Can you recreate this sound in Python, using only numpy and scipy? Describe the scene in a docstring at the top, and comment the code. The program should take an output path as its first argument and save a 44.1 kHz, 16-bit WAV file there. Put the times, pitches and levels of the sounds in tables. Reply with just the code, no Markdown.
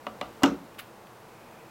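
"""A quiet, small room: a closed aluminium laptop is handled on a wooden table.
Fingers knock on its edge and ring the case; the lid slips and claps shut, and the table top booms.
A fingernail scrapes into the notch in tiny slips, then skin rubs faintly on the rising lid.
The contacts ring briefly in the room, over steady ventilation noise."""
import sys
import numpy as np
from scipy import signal
from scipy.fft import rfft, irfft
from scipy.io import wavfile

SR = 44100
rng = np.random.default_rng(int(sys.argv[2]) if len(sys.argv) > 2 else 0)


def put_to_file(sound):
    """Save the sound as 16-bit audio at rate SR, in the file named by the first command-line argument."""
    columns = np.atleast_2d(sound).T  # one column per channel
    safe = np.clip(columns, -1, 1)
    whole_steps = np.round(safe * 32767)
    wavfile.write(sys.argv[1], SR, whole_steps.astype(np.int16))


N = 74970
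T = np.arange(N) / SR
RING_T = T[:int(.25 * SR)]


def lid():
    """Metal claps on metal, one corner first; the body thuds on the table and settles."""
    # Each row: start in seconds, gain in dB, contact low-pass in Hz.
    claps = [(0.4335, -3, 16800), (0.4378, -1.5, 3340), (0.4587, -14.5, 7860)]
    thuds = [(0.4348, -0.85, 4950), (0.4595, -11.5, 1780), (.541, -21, 347), (.572, -28, 398)]
    # Each row: frequency in Hz, spectral gain in dB.
    clap_colour = [(60, -23.5), (140, -13.5), (300, 0), (550, -7), (1100, -2.5), (1700, -10.5),
                   (2900, -7.5), (4800, -14), (6900, -11.5), (8300, -18.5), (10500, -30), (15000, -18)]
    out = np.zeros(N)
    for start_s, db, lowpass_hz in claps:
        clap = shell(clap_colour, t60_scale=1)
        out += start_at(from_db(db) * soften(clap, lowpass_hz), start_s)
    for start_s, db, lowpass_hz in thuds:
        thud = body("thud", t60_scale=.73, scatter_db=3.76)
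        out += start_at(from_db(db) * soften(thud, lowpass_hz), start_s)
    return out


def taps():
    """Fingertips knock and damp the case; the nail adds a click."""
    # Each row: start in seconds, knock gain in dB, nail gain in dB, knock low-pass in Hz.
    knocks = [(.067, -2.5, -31.5, 2530), (0.2122, -1.5, -25, 4420), (.42, -7, -62, 1200),
              (0.424, -10.5, -34, 1300)]
    # Each row: frequency in Hz, spectral gain in dB.
    tap_colour = [(70, -37), (130, -35), (240, -22), (600, -15.5), (1150, -17.5), (1600, -23.5),
                  (2800, -19.5), (5000, -56), (15000, -58)]
    nail_colour = [(1000, -35), (2100, -14), (2700, -2), (3500, 7.5), (4600, -11.5), (7000, -11),
                   (9000, -20), (15000, -19)]
    out = np.zeros(N)
    for start_s, knock_db, nail_db, lowpass_hz in knocks:
        knock = body("tap", t60_scale=.54, scatter_db=.9) + shell(tap_colour, t60_scale=.7)
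        click = from_db(nail_db) * shell(nail_colour, t60_scale=.7)
        out += start_at(from_db(knock_db) * soften(knock, lowpass_hz) + click, start_s)
    return out


def body(contact, t60_scale, scatter_db):
    """The laptop's main modes, struck a little differently each time."""
    # Each row: frequency in Hz, tap gain in dB, thud gain in dB, unscaled T60 in seconds.
    modes = [(113, -63, -45, 0.2), (191, -37.5, -27.5, 0.122), (276.6, -36, -14, 0.14),
             (357, -75, -17, 0.12), (473.4, -36.5, -26, 0.13), (578.5, -27, -19.5, 0.12),
             (741, -30, -23.5, 0.12), (857, -35, -24, 0.14), (956, -27.5, -23, 0.071),
             (1151, -25.5, -24.5, 0.079), (1267, -31, -23, 0.096), (1365, -36, -24, 0.053),
             (2007, -33.5, -26, 0.041), (2560, -29.5, -42, 0.019), (2880, -33.5, -29, 0.084),
             (3370, -37, -23.5, 0.012)]
    out = np.zeros(len(RING_T))
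    for k, (hz, tap_db, thud_db, t60_s) in enumerate(modes):
        db = (tap_db if contact == "tap" else thud_db) + scatter_db * rng.standard_normal()
        ring = decay(RING_T, t60_scale * t60_s) * np.sin(2 * np.pi * hz * RING_T)
        out += (-1) ** k * from_db(db) * ring
    return out


def shell(colour, t60_scale):
    """The metal shell's dense upper modes crack after one contact."""
    # Each row: frequency in Hz, unscaled T60 in seconds.
    ring_times = [(100, 0.13), (1000, 0.051), (3000, 0.034), (7000, 0.028), (15000, 0.011)]
    return dying_bands(gain=lambda hz: from_db(at_hz(colour, hz)),
                       t60_s=lambda hz: t60_scale * at_hz(ring_times, hz), t=RING_T)


def fingernail():
    """A nail scrapes the rim in dense tiny slips, with a few sharp catches."""
    # Each row: centre in seconds, Gaussian sigma in seconds, gain in dB.
    scrapes = [(0.748, .003, -16.5), (.795, 0.0066, 1.35), (1.071, 0.0021, -14)]
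    # Each row: start in seconds, gain in dB.
    catches = [(0.7928, 3), (.7978, 1), (0.805, -12), (0.8072, 2)]
    # Each row: frequency in Hz, spectral gain in dB.
    scrape_colour = [(300, -61), (1000, -37), (1500, -30), (2900, -29.5), (4000, -37.5), (5500, -48),
                     (9000, -48), (14500, -43.5)]
    catch_colour = [(700, -53), (2700, -26.5), (5500, -46), (14000, -32)]
    slips_per_s, spread_db = 7700, 1.5
    slips = (rng.random(N) < slips_per_s / SR) * rng.choice([-1, 1], N)
    slips = slips * from_db(spread_db * rng.standard_normal(N))
    pressure = sum(from_db(db) * swell(centre_s, sigma_s) for centre_s, sigma_s, db in scrapes)
    clicks = sum(start_at(from_db(db) * shell(catch_colour, t60_scale=.16), s) for s, db in catches)
    return tint(slips / slips.std() * pressure, scrape_colour) + clicks


def handling():
    """All contacts as the case radiates them in one direction."""
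    return taps() + lid() + fingernail()


def table_top():
    """The table top's lowest mode swells and dies after a blow."""
    # Each row: start in seconds, gain in dB.
    sways = [(.075, -49), (0.226, -44), (0.486, -44)]
    mode_hz, rise_s = 62, .019
    sway = np.sin(2 * np.pi * mode_hz * T) * (1 - np.exp(-T / rise_s)) * decay(T, t60_s=.26)
    return sum(start_at(from_db(db) * sway, start_s) for start_s, db in sways)


def rub():
    """Skin slides on the metal while the lid swings up."""
    # Each row: frequency in Hz, relative spectral density in dB.
    rub_colour = [(900, -21), (1700, -10), (2500, 14), (3100, -30), (8000, -24)]
    friction = tint(rng.standard_normal(N), rub_colour)
    return friction / friction.std() * from_db(-63.5) * swell(centre_s=1.52, sigma_s=.17)


def room(x):
    """A diffuse tail that builds quickly and lasts longest in the bass."""
    # Each row: frequency in Hz, tail gain in dB, T60 in seconds.
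    reverb = [(70, -11.5, 0.91), (186, -2, 0.42), (322, -7.5, 0.29), (700, -7.5, 0.26), (1270, -7.5, .26),
              (2920, -11.5, .26), (5900, -7.5, 0.24), (8400, -15, 0.23), (14000, -9.5, 0.2)]
    delay_s, build_s = .008, .00075
    t = T[:int(.6 * SR)]
    t60_s = lambda hz: at_hz(reverb, hz, column=2)
    # The root keeps tail energy independent of T60.
    gain = lambda hz: from_db(at_hz(reverb, hz)) * np.sqrt(2 * np.log(1000) / (t60_s(hz) * SR))
    tail = dying_bands(gain, t60_s, t) * (1 - np.exp(-t / build_s))
    return signal.fftconvolve(x, start_at(tail, delay_s))[:N]


def reflections(directions):
    """Each direction carries a slightly different crack to the walls."""
    return sum(room(handling()) for _ in range(directions)) / np.sqrt(directions)


def ventilation():
    """Steady air noise with a faint hiss on top."""
    # Each row: frequency in Hz, relative spectral density in dB.
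    air_colour = [(25, 0), (45, -16.5), (78, -17), (112, -2.5), (160, -8), (235, -2), (275, -14),
                  (335, -0.5), (385, -10), (455, -1.5), (545, -6), (940, -6.5), (1300, -11), (1900, -17),
                  (2500, -20), (3200, -23), (6000, -28), (11000, -31), (16000, -31)]
    # Each row: time in seconds, RMS level in dB.
    air_level = [(0, -49), (.35, -47.5), (.75, -49.5), (1.1, -49.5), (1.4, -49), (1.7, -49)]
    air = tint(rng.standard_normal(N), air_colour)
    return air / air.std() * from_db(np.interp(T, *np.transpose(air_level)))


def dying_bands(gain, t60_s, t):
    """Countless close modes: bands of noise, each dying at its own rate."""
    edges_hz = [45, 110, 210, *np.geomspace(340, 16500, 18)]
    out = np.zeros(len(t))
    for low_hz, high_hz in zip(edges_hz, edges_hz[1:]):
        centre_hz = np.sqrt(low_hz * high_hz)
        band = signal.butter(2, [low_hz, high_hz], "band", fs=SR, output="sos")
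        fade = decay(t, max(t60_s(centre_hz), .002)) + 1e-18
        out += gain(centre_hz) * signal.sosfilt(band, rng.choice([-1., 1.], len(t)) * fade)
    return out


def soften(x, lowpass_hz):
    """A softer contact loses its treble."""
    return signal.sosfilt(signal.butter(2, lowpass_hz, fs=SR, output="sos"), x + 1e-18)


def tint(x, colour):
    """Filter by a curve of (Hz, dB) points."""
    hz = np.maximum(np.fft.rfftfreq(2 * N, 1 / SR), 1)
    return irfft(rfft(x, 2 * N) * from_db(at_hz(colour, hz)))[:N]


def at_hz(points, hz, column=1):
    """Interpolate a column over log frequency."""
    rows = np.array(points)
    return np.interp(np.log(hz), np.log(rows[:, 0]), rows[:, column])


def decay(t, t60_s):
    """Exponential fall, 60 dB in t60_s."""
    return np.exp(-np.log(1000) * t / t60_s)


def swell(centre_s, sigma_s):
    """Gaussian envelope."""
    return np.exp(-.5 * ((T - centre_s) / sigma_s) ** 2)


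def start_at(x, start_s):
    """Delay, then pad or trim to N samples."""
    return np.concatenate([np.zeros(int(start_s * SR)), x, np.zeros(N)])[:N]


def from_db(db):
    """Decibels to gain."""
    return 10 ** (np.asarray(db) / 20)


def scene():
    """The handling sounds in their room, mono."""
    return (ventilation() + rub() + handling() + reflections(directions=3) + table_top())[None]


def record(dry):
    """The microphone sheds the deepest bass; the top is cut steeply."""
    highpass_hz, lowpass_hz = 52, 15900
    lean = signal.sosfilt(signal.butter(2, highpass_hz, "high", fs=SR, output="sos"), dry)
    return signal.sosfilt(signal.ellip(10, .1, 80, lowpass_hz, fs=SR, output="sos"), lean)


dry = scene()
out = record(dry)
put_to_file(out)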